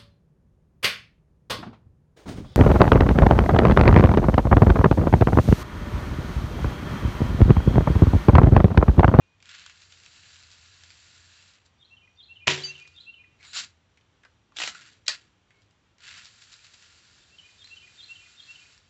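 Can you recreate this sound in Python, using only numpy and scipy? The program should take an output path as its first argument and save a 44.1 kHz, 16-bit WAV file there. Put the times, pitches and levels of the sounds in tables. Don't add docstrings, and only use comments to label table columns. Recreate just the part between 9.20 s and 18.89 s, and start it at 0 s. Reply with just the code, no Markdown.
import sys
import numpy as np
from scipy import signal
from scipy.fft import rfft, irfft
from scipy.io import wavfile

SR = 44100
rng = np.random.default_rng(int(sys.argv[2]) if len(sys.argv) > 2 else 0)


def gain_from_db(level_db):
    decades = np.asarray(level_db, float) / 20
    return 10 ** decades


def waveform_to_disk(signal):
    frames = np.transpose(np.atleast_2d(signal))
    scaled = np.clip(frames, -1, 1) * 32767
    samples = np.round(scaled).astype(np.int16)
    wavfile.write(sys.argv[1], SR, samples)


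N = 427329

# (frequency [Hz], level [dB per Hz])
MAGAZINE = [(290, -51.5), (500, -25), (706, -9.5), (786, -17), (1000, -9.5), (1430, -2.5), (1970, -1.5),
            (4520, -0.5), (6160, -4.5), (7460, -3.5), (8600, -23), (11200, -59.5), (18900, -120)]
# (frequency [Hz], level [dB per Hz])
GUN_BODY = [(180, -46), (300, -14), (484, -20), (727, -6.5), (990, -11), (2680, -0.5), (2960, -6),
            (7370, -10.5), (8600, -35.5), (11200, -58), (18900, -120)]


def pellets():
    # (frequency [Hz], width [Hz], level [dB])
    tube_modes = [(1422, 59, -2), (1690, 120, -5), (2700, 200, -5.5), (4000, 420, -5.5), (4570, 110, -3.5),
                  (7390, 580, -6)]
    # (start [s], rise [s], hold [s], dying t60 [s], level [dB])
    slides = [(.2, 0.096, 0.12, 0.6, -57), (3.575, .008, 0.014, 0.28, -64.5),
              (4.17, 0.07, 0.062, 0.75, -63.5), (2.32, 0.026, 0.024, 0.37, -69),
              (5.5, 0.027, .05, 0.4, -60), (5.58, .03, .09, .35, -65), (5.34, .025, .01, .05, -58),
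              (5.915, 0.0051, 0.032, 0.067, -51.5), (5.95, 0.025, 0.0057, 0.5, -66.5),
              (6.31, 0.052, 0.06, .3, -81), (6.78, 0.068, 0.14, .22, -54.5)]
    # (start [s], rise [s], hold [s], dying t60 [s], level [dB])
    pile_ups = [
        (4.33, .002, .02, 0.085, -49.5),
        (4.325, 0.044, 0.026, .17, -36),
        (4.42, 0.016, 0.01, .05, -53),
        (5.362, 0.036, 0.086, 0.14, -41.5),
    ]
    # (start [s], end [s], level at start [dB], level at end [dB])
    trickles = [
        (.5, 1.14, -66.5, -59.5),
        (1.14, 2.34, -61.5, -62.5),
        (3.68, 3.88, -74, -75.5),
        (7., 8.04, -61, -65),
        (8.04, 9.3, -67, -61.5),
        (9.3, 9.58, -60.5, -66.5),
        (9.58, 9.8, -73, -72.5),
    ]
    # (time [s], level [dB])
    clump_table = [(.62, -67), (.72, -66), (.85, -69), (1.14, -67), (1.32, -63), (1.639, -63), (1.71, -66),
                   (2.46, -69), (3.676, -67), (5.552, -60), (5.615, -66), (5.672, -68), (5.725, -67),
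                   (6.422, -73), (6.978, -60), (7.05, -65), (7.22, -61), (7.33, -57.5), (7.45, -64),
                   (7.54, -62), (7.63, -65), (8.47, -74)]
    rise_s, clump_t60_s = 0.019, 0.092
    clumps = swells([(s - rise_s, rise_s, 0, clump_t60_s, db) for s, db in clump_table])
    trickle = ramps(trickles, 0.063) * gain_from_db(0.83 * drift(8))

    born = rng.random(N) < 3000 * gain_from_db(2.5 * drift(25)) / SR
    strength = gain_from_db(2.94 * np.minimum(rng.exponential(1, N), 5))
    ticks = rms_one(born * strength * rng.choice([-1, 1], N))
    ticks = ticks + .5 * rng.standard_normal(N)
    rung = ticks + sum(gain_from_db(db + 2.3 * drift(3)) * resonate(ticks, hz, width) for hz, width, db in tube_modes)
    tube = rms_one(colour(rung, MAGAZINE))

    hum = rng.standard_normal(N)
    hum = hum + sum(gain_from_db(db + 1.0 + 2.4 * drift(2.5)) * resonate(hum, hz, width) for hz, width, db in tube_modes)
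    blur = rms_one(tube + 1.11 * rms_one(colour(hum, MAGAZINE)))

    # (envelope, texture, boost of its lower rattle [dB])
    motions = [(swells(slides), tube, 4.5), (swells(pile_ups), blur, -1), (trickle, blur, 0.1), (clumps, tube, -5)]
    lower = signal.butter(2, [1000, 3900], "band", fs=SR, output="sos")
    out = np.zeros(N)
    for flow, texture, fill_db in motions:
        out += flow * (texture + (gain_from_db(fill_db) - 1) * signal.sosfilt(lower, texture))
    return gain_from_db(4.5) * out


def single_pellets():
    # (time [s], peak level [dB], centre [Hz])
    strikes = [(0.203, -45.5, 2460), (0.2257, -37.5, 2420), (0.2566, -34, 2670), (0.2921, -31.5, 3270),
               (0.314, -34, 2940), (0.3481, -33.5, 3310), (0.395, -34, 3020), (0.4627, -30.5, 3250),
               (0.4975, -32, 2950), (0.5517, -47, 1790), (0.723, -36, 3330), (0.8612, -34, 2510),
               (1.158, -36.5, 3000), (1.3155, -39, 4550), (1.636, -35, 3800), (1.704, -34.5, 2380),
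               (2.4573, -55, 5830), (4.2287, -40, 2370), (4.2502, -39, 4010), (4.3377, -34, 4250),
               (4.3737, -22, 3000), (6.42, -50, 2880), (6.5096, -52.5, 2810), (6.783, -44.5, 2240),
               (6.805, -44, 2940), (6.8781, -31.5, 2160), (6.8903, -30, 3370), (6.978, -35, 7360),
               (7.0556, -32.5, 4410), (7.3398, -31.5, 3860), (8.4434, -40, 4000), (8.4744, -38, 3650),
               (9.5776, -43, 4830),
               (0.617, -42, 3840), (0.7734, -46, 3500), (0.8001, -42, 4420), (0.835, -39, 2440),
              (0.9617, -40, 2730), (0.9774, -43, 3000), (1.0342, -40.5, 2890), (1.131, -39, 4340),
              (1.144, -39, 4160), (1.1647, -39, 3990), (1.1956, -41, 4430), (1.2266, -42, 4930),
              (1.2344, -39, 4170), (1.2684, -44, 4580), (1.304, -42, 4680), (1.3254, -40, 1700),
              (1.377, -44, 3360), (1.4597, -45, 4690), (1.4784, -45, 4390), (1.5734, -48, 4570),
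              (2.337, -45, 4560), (6.8384, -37, 2920), (6.8518, -36, 2440), (6.912, -33, 2140),
              (6.9411, -31, 2130), (7.012, -41, 1780), (7.0467, -39, 4520), (7.0674, -39, 4460),
              (7.2225, -38, 2080), (7.2384, -39, 4490), (7.3208, -38, 4510), (7.3644, -40, 4550),
              (7.3911, -43, 2450), (7.445, -38.5, 2510), (7.4664, -39, 3170), (7.54, -40, 4100),
              (7.6241, -37.5, 2750), (7.6444, -44, 2750), (7.6614, -45, 4170), (8.0062, -48, 3740),
              (8.5598, -40, 2720)]
    t60_s = 0.024
    return gain_from_db(-3.0) * knocks([(*row, t60_s) for row in strikes], MAGAZINE, 0.62, 0.0065)


def shot():
    # (start [s], rise [s], hold [s], dying t60 [s], level [dB])
    spring = [
        (3.2698, .003, 0.002, .022, -19),
        (3.277, 0.0015, .0005, .025, -24),
        (3.272, 0.0069, 0.03, 0.18, -26.5),
        (3.28, 0.017, .03, 0.61, -35.5),
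    ]
    # (frequency [Hz], level [dB per Hz])
    blast = [(47, -39), (80, -6.5), (136, -1), (249, -13), (368, -4.5), (431, -7), (702, -11.5), (961, -10),
             (1450, -9.5), (1660, -6.5), (2660, -2.5), (7500, -15), (8600, -41), (11200, -66.5),
             (18900, -120)]
    # (frequency [Hz], level [dB], t60 [s])
    boards = [(129, 5, .045), (143, .5, 0.6), (274, -15, 0.4), (320, -3, .1), (375, 4, 0.46),
              (470, -14, 0.35), (792, -8, 0.18), (967, 5, 0.2), (1064, -4, 0.14)]
    pop_s, pop_db, pop_hz, suck_width_s = 3.2798, -5.3, 2750, .000075
    out = swells(spring) * gain_from_db(1.8 * drift(150)) * colour(rng.standard_normal(N), blast)
    t = np.arange(SR) / SR
    swell, late = t / .0005, t - .00038
    suck = np.exp(-.5 * (late / suck_width_s) ** 2)
    burst = np.cos(2 * np.pi * pop_hz * late) * swell ** .5 * np.exp(.5 - swell ** 2 / 2)
    add(out, pop_s, -gain_from_db(pop_db) * (burst + suck))
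    for hz, db, t60 in boards:
        add(out, pop_s - .003, gain_from_db(db - 32.5) * np.sin(2 * np.pi * hz * t) * dying(t, t60))
    return signal.sosfilt(signal.butter(2, 70, "high", fs=SR, output="sos"), out)


def lever():
    # (time [s], peak level [dB], centre [Hz], t60 [s])
    teeth = [(5.364, -38, 3500, .03), (5.369, -25.5, 3500, 0.07), (5.3865, -19, 3370, 0.041),
             (5.4015, -20, 2090, 0.06), (5.403, -26, 7000, 0.036), (5.4175, -17, 2750, .04),
             (5.435, -17, 2230, .03), (5.4385, -22, 2800, .02), (5.476, -18, 2200, 0.03),
             (5.478, -30.5, 806, .012), (5.488, -27, 4100, 0.037), (5.436, -27, 900, .02),
             (5.462, -28, 4000, .03)]
    return gain_from_db(0.5) * knocks(teeth, GUN_BODY, 0.7, 0.003)


def slap():
    # (time [s], peak level [dB], centre [Hz], t60 [s])
    blows = [
        (5.861, -44, 6480, .02),
        (5.8655, -35.5, 3900, 0.035),
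        (5.8795, -21, 6590, .014),
        (5.8802, -16, 2300, 0.018),
        (5.8817, -7, 4580, 0.016),
        (5.8885, -20, 4630, 0.098),
        (5.882, -32, 620, .04),
        (5.889, -30., 1100, .06),
        (5.892, -26.5, 3200, 0.11),
        (5.948, -39.5, 3500, 0.028),
    ]
    # (frequency [Hz], level [dB per Hz])
    receiver = [(180, -50), (300, -28), (365, -21), (949, -18.5), (1810, -3), (2720, -7.5), (4320, 0.5),
                (7580, -14.5), (8600, -37.5), (11200, -68), (18900, -120)]
    return knocks(blows, receiver, 1.3, 0.0037)


def metal_rings():
    # (start [s], frequency [Hz], t60 [s], level [dB])
    tones = [(5.403, 2100, 0.086, -34), (5.42, 2700, .09, -36), (5.477, 4100, 0.062, -36),
             (5.48, 1353, .06, -42), (5.524, 1345, .04, -45), (5.549, 1410, 0.045, -36),
             (3.2712, 2600, .02, -15), (3.285, 2450, .05, -22), (3.294, 1950, .04, -22),
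             (3.35, 7500, .2, -46), (5.888, 4290, .1, -33.5), (5.879, 2400, .02, -18),
             (5.881, 1500, .02, -22), (5.8645, 3900, .02, -32), (5.888, 1900, .07, -27),
             (5.366, 3500, .04, -36), (5.9, 1750, .05, -31), (5.914, 2590, 0.043, -34),
             (4.368, 4320, 0.04, -30), (4.345, 7010, .2, -40.5)]
    out, t, shake = np.zeros(N), np.arange(SR // 4) / SR, gain_from_db(3 * drift(120))
    for s, hz, t60, db in tones:
        add(out, s, gain_from_db(db) * np.clip(t / .002, 0, 1) * dying(t, t60) * np.sin(2 * np.pi * hz * t))
    return out * shake


def hands():
    # (time [s], peak level [dB], centre [Hz], t60 [s])
    taps = [(4.773, -53, 2120, 0.042), (4.81, -57, 2940, 0.042), (5.034, -49, 1593, 0.055),
            (5.05, -44, 1270, 0.035), (5.321, -52, 1090, 0.042), (5.5485, -36, 1400, 0.03),
            (5.612, -48, 3600, .03), (5.716, -55, 1670, .03), (5.732, -51, 3500, .03),
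            (6.306, -51.5, 2005, 0.057)]
    return gain_from_db(1.0) * knocks(taps, GUN_BODY, 2.0, 0.0098)


def grip():
    # (start [s], rise [s], hold [s], dying t60 [s], level [dB])
    rubs = [(4.225, 0.022, 0.027, .15, -62), (4.18, .03, 0.045, .08, -58), (4.19, 0.055, .08, .1, -55.5),
            (4.23, .04, .06, .05, -59)]
    # (frequency [Hz], width [Hz])
    shroud = [(1500, 250), (2250, 300), (4000, 450), (7000, 230)]
    # (start [s], rise [s], hold [s], dying t60 [s], level [dB])
    thuds = [
        (4.34, .04, .06, .3, -66.5),
        (5.4, 0.037, 0.074, .25, -61),
        (5.88, .005, .02, .2, -66.5),
        (6.86, .06, .08, .4, -69),
    ]
    skin = rng.standard_normal(N) * gain_from_db(2.5 * drift(40))
    rub = sum(swells([row]) * rms_one(resonate(skin, hz, width)) for row, (hz, width) in zip(rubs, shroud))
    band = signal.butter(2, [70, 220], "band", fs=SR, output="sos")
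    dull = rms_one(signal.sosfilt(band, rng.standard_normal(N)))
    return rub + swells(thuds) * dull


def can():
    # (frequency [Hz], level [dB], t60 [s])
    modes = [(4655, 1, 0.21), (4680, -7., .16), (2980, -8.5, 0.14), (6220, -16, .5), (6230, -20, .4),
             (6860, -22, 0.34), (7542, -35, .12)]
    signs = [1, -1, 1, 1, -1, 1, 1]
    damped_db = [-24, -24, -20, -11, -15, -14, -10]
    # (time [s], peak level [dB], ring of the can [dB])
    bounces = [(3.387, -37, -23), (3.4221, -44, -29), (3.403, -41, -30), (3.414, -41, -30),
               (3.4353, -38, -27), (3.448, -36, -30), (3.496, -48, -30), (3.517, -53, -30),
               (3.5444, -54, -13), (3.5658, -52, -25), (3.5793, -48.5, -25.5), (3.599, -40.5, -27),
               (3.6244, -50, -21), (3.676, -46, -27), (3.7627, -51.5, -26.5)]
    main_s, main_db, lands_s = 3.4355, -26.5, 3.512
    out, t = np.zeros(N), np.arange(SR // 2) / SR
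    landed = np.clip((t - lands_s + main_s) / 0.0051, 0, 1)
    tones = [sign * gain_from_db(db) * np.sin(2 * np.pi * hz * t) * dying(t, t60)
             for sign, (hz, db, t60) in zip(signs, modes)]
    damped = sum(tone * gain_from_db(db * landed) for tone, db in zip(tones, damped_db))
    add(out, main_s, gain_from_db(main_db) * damped * np.clip(t / 0.003, 0, 1))
    bright = signal.butter(1, [2000, 6000], "band", fs=SR, output="sos")
    for s, db, ring_db in bounces:
        tick = signal.sosfilt(bright, rng.standard_normal(len(t)) * dying(t, 0.0082))
        add(out, s, gain_from_db(db + 4.5) * (tick / np.abs(tick).max() + gain_from_db(ring_db) * sum(tones)))
    return out


def bird():
    # (time [s], level [dB], upper notes relative [dB], upper notes late by [s], closing notes relative [dB])
    song = [(2.698, -49.5, 0, 0.0054, 0), (3.085, -42, -1.5, 0.002, 1), (3.475, -39, 2.5, 0, 0),
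            (3.862, -45, 5.5, .0, 1), (8.113, -42, -13, 0.001, -4.5), (8.497, -42.5, 0.5, .003, -2),
            (8.884, -43.5, 5, 0.0019, -3), (9.278, -44.5, 3, 0, -3)]
    # (time from the low whistle [s], length [s], level [dB], lateness of peak [0-2])
    whistles = [(-.128, .022, -25, .8), (-.12, .06, -9.5, 1.2), (-.094, .032, -6.5, 1.5),
                (-.062, .03, -6, .8), (-.005, .058, 0, 1.4), (.068, .028, -5., .8), (.112, .055, -7, 1.6),
                (.172, .018, -16., .8), (.174, .02, -12, .7)]
    # (start [Hz], middle [Hz], end [Hz], buzz [0-1])
    glides = [(4200, 4750, 5000, 0.5), (3570, 3650, 3640, 0.3), (3600, 3320, 3200, .4),
              (3900, 4080, 4330, .5), (2610, 2725, 2750, .1), (3200, 2980, 2900, .45),
              (2390, 2440, 2480, .15), (2200, 2010, 1900, 0.6), (2470, 2450, 2440, .3)]
    # (time [s], length [s], frequency [Hz], level [dB])
    held_tones = [(.003, .165, 2460, -70.), (.003, .08, 2750, -74.), (6.332, .09, 2200, -69.),
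                  (3.56, .4, 1400, -74.)]
    out, buzz = np.zeros(N), drift(190)
    for start, phrase_db, upper_db, late, closing_db in song:
        for (s, length, db, lean), (hz0, hz1, hz2, rough) in zip(whistles, glides):
            upper, closing = s < 0, .1 < s < .15
            u = np.linspace(0, 1, round(length * SR))
            at = start + s + late * upper
            pitch = np.interp(u, [0, .5, 1], [hz0, hz1, hz2]) * (1 + rng.normal(0, .0005))
            note_db = phrase_db + db + upper_db * upper + closing_db * closing + rng.normal(0, .4)
            level = gain_from_db(note_db) * np.sin(np.pi * u ** np.clip(lean, .2, 3)) ** 0.99
            level = level * (1 + rough * buzz[round(at * SR):][:len(u)])
            add(out, at, level * np.sin(2 * np.pi * np.cumsum(pitch) / SR))
    leafy = signal.sosfilt(signal.butter(2, 3400, "high", fs=SR, output="sos"), out)
    out = out + gain_from_db(-7) * echoes(leafy, 0.4, .02, 7000) + gain_from_db(-18) * echoes(out, .55, 0.09, 2600)
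    waver = drift(15)
    for s, length, hz, db in held_tones:
        t = np.arange(round(length * SR)) / SR
        fade = np.clip(np.minimum(t, length - t) / 0.016, 0, 1)
        fade = fade * gain_from_db(1.5 * waver[round(s * SR):][:len(t)])
        add(out, s, gain_from_db(db) * fade * np.sin(2 * np.pi * hz * t + 1.4 * waver[:len(t)]))
    return out


def cricket():
    # (start [s], end [s], level at start [dB], level at end [dB])
    chirping = [
        (0, 3., -87, -81),
        (4.1, 6.2, -85, -87),
        (6.2, 9.69, -91, -88),
    ]
    tone_hz, strokes_hz = 5790, 48.7
    t = np.arange(N) / SR
    strokes = np.clip(np.sin(2 * np.pi * (strokes_hz * t + .3 + .06 * drift(10))) + 0.5, 0, 1)
    tone = np.sin(2 * np.pi * tone_hz * t + 1.5 * drift(13))
    return gain_from_db(3.5 + 2.0 * drift(8)) * ramps(chirping, .05) * strokes * tone


def background():
    # (frequency [Hz], level [dB per Hz])
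    air = [(15, -40.), (25, -25.), (40, -8.5), (62, -2), (95, 2.5), (160, -5.5), (300, -12.5), (630, -15),
           (1000, -14), (2000, -17), (3200, -17.), (5000, -25), (7500, -27), (8600, -40.5)]
    # (loudest [s], spread [s],
    # frequency [Hz], level [dB])
    drones = [(.2, .6, 89.16, -67), (1.6, .7, 87.56, -64), (3.4, .25, 87.2, -62.5), (4.4, .5, 84, -71),
              (5.7, .6, 109, -72.5), (7.1, .5, 110.1, -74.5), (7.8, .4, 82.3, -76),
              (8.699, 0.54, 98.3, -73.5)]
    # (loudest [s], spread [s], level [dB])
    tyre_passes = [
        (4., .6, -79),
        (5.8, .6, -75.5),
        (8.5, 0.68, -77.5),
    ]
    air_db, road_db = -67.5, -86.5
    t, waver = np.arange(N) / SR, 0.9 * drift(7.9)
    drone = sum(passing(s, spread, db) * np.sin(2 * np.pi * hz * t + waver) for s, spread, hz, db in drones)
    drone = drone * gain_from_db(2.6 * drift(7))
    band = signal.butter(2, [130, 420], "band", fs=SR, output="sos")
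    rumble = rms_one(signal.sosfilt(band, rng.standard_normal(N)))
    tyres = gain_from_db(road_db) + sum(passing(*row) for row in tyre_passes)
    moving_air = gain_from_db(air_db + .6 * drift(2.2)) * colour(rng.standard_normal(N), air)
    return moving_air + drone + tyres * rumble


def knocks(table, body, ring_share, crack_s):
    out, t = np.zeros(N), np.arange(SR // 5) / SR
    for s, db, hz, t60 in table:
        noise = rng.standard_normal((2, len(t)))
        crack = colour(noise[0] * dying(t, crack_s), body)
        ring = resonate(noise[1] * dying(t, t60), hz, .25 * hz)
        hit = crack / np.abs(crack).max() + ring_share * ring / np.abs(ring).max()
        add(out, s, gain_from_db(db) * hit / np.abs(hit).max())
    return out


def swells(rows):
    out, t = np.zeros(N), np.arange(SR) / SR
    for s, rise, hold, t60, db in rows:
        rising = gain_from_db(db - 24 * np.clip(1 - t / rise, 0, 1))
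        add(out, s, rising * dying(np.clip(t - rise - hold, 0, 1), t60))
    return out


def ramps(rows, edge_s):
    t, out = np.arange(N) / SR, np.zeros(N)
    for s0, s1, db0, db1 in rows:
        level = gain_from_db(np.interp(t, [s0, s1], [db0, db1]))
        out += level * np.clip(np.minimum(t - s0, s1 - t) / edge_s + .5, 0, 1)
    return out


def passing(s, spread, db):
    return gain_from_db(db) * np.exp(-.5 * ((np.arange(N) / SR - s) / spread) ** 2)


def echoes(x, t60, gap_s, cut_hz):
    t = np.arange(SR) / SR
    tail = rng.standard_normal(SR) * dying(t, t60) * np.clip(t / gap_s, 0, 1) ** 2
    tail = signal.sosfilt(signal.butter(1, cut_hz, fs=SR, output="sos"), tail)
    return signal.fftconvolve(x, tail / np.sqrt(np.sum(tail ** 2)))[:N]


def colour(x, spectrum):
    hz, db = np.transpose(spectrum)
    gain = gain_from_db(np.interp(np.log(np.fft.rfftfreq(8192, 1 / SR) + 1), np.log(hz), db))
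    cepstrum = irfft(np.log(gain / np.sqrt(np.mean(gain ** 2))))
    cepstrum[1:4096] *= 2
    cepstrum[4097:] = 0
    return signal.fftconvolve(x, irfft(np.exp(rfft(cepstrum))))[:len(x)]


def resonate(x, hz, width_hz):
    r = np.exp(-np.pi * width_hz / SR)
    poles = [1, -2 * r * np.cos(2 * np.pi * hz / SR), r * r]
    return signal.lfilter((1 - r * r) / 2 * np.array([1, 0, -1]), poles, x)


def drift(rate):
    r = np.exp(-2 * np.pi * rate / SR)
    return rms_one(signal.lfilter([1], [1, -2 * r, r * r], rng.standard_normal(N + SR))[SR:])


def rms_one(x):
    return x / np.sqrt(np.mean(x ** 2) + 1e-20)


def dying(t, t60):
    return gain_from_db(-60 * t / t60)


def add(out, s, piece):
    i = max(round(s * SR), 0)
    out[i:i + len(piece)] += piece[:N - i]


def scene():
    hits = single_pellets() + hands() + lever() + slap() + metal_rings()
    porch = gain_from_db(-10.5) * echoes(hits, 0.16, 0.0067, 7500)
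    gun = hits + porch + pellets() + shot() + grip()
    return (gun + can() + bird() + cricket() + background())[None]


def roll_off(x):
    return signal.sosfilt(signal.butter(12, 8880, fs=SR, output="sos"), x)


def record(dry):
    cut = signal.sosfiltfilt(signal.butter(14, 8070, fs=SR, output="sos"), dry)
    overloaded = np.clip(2.405 * np.tanh(cut / 2.395), -.99, .99)
    hiss = signal.sosfilt(signal.cheby2(12, 40, 15800, fs=SR, output="sos"), rng.standard_normal(dry.shape))
    return roll_off(overloaded + gain_from_db(-93.) * hiss)


dry = scene()
out = record(dry)
waveform_to_disk(out)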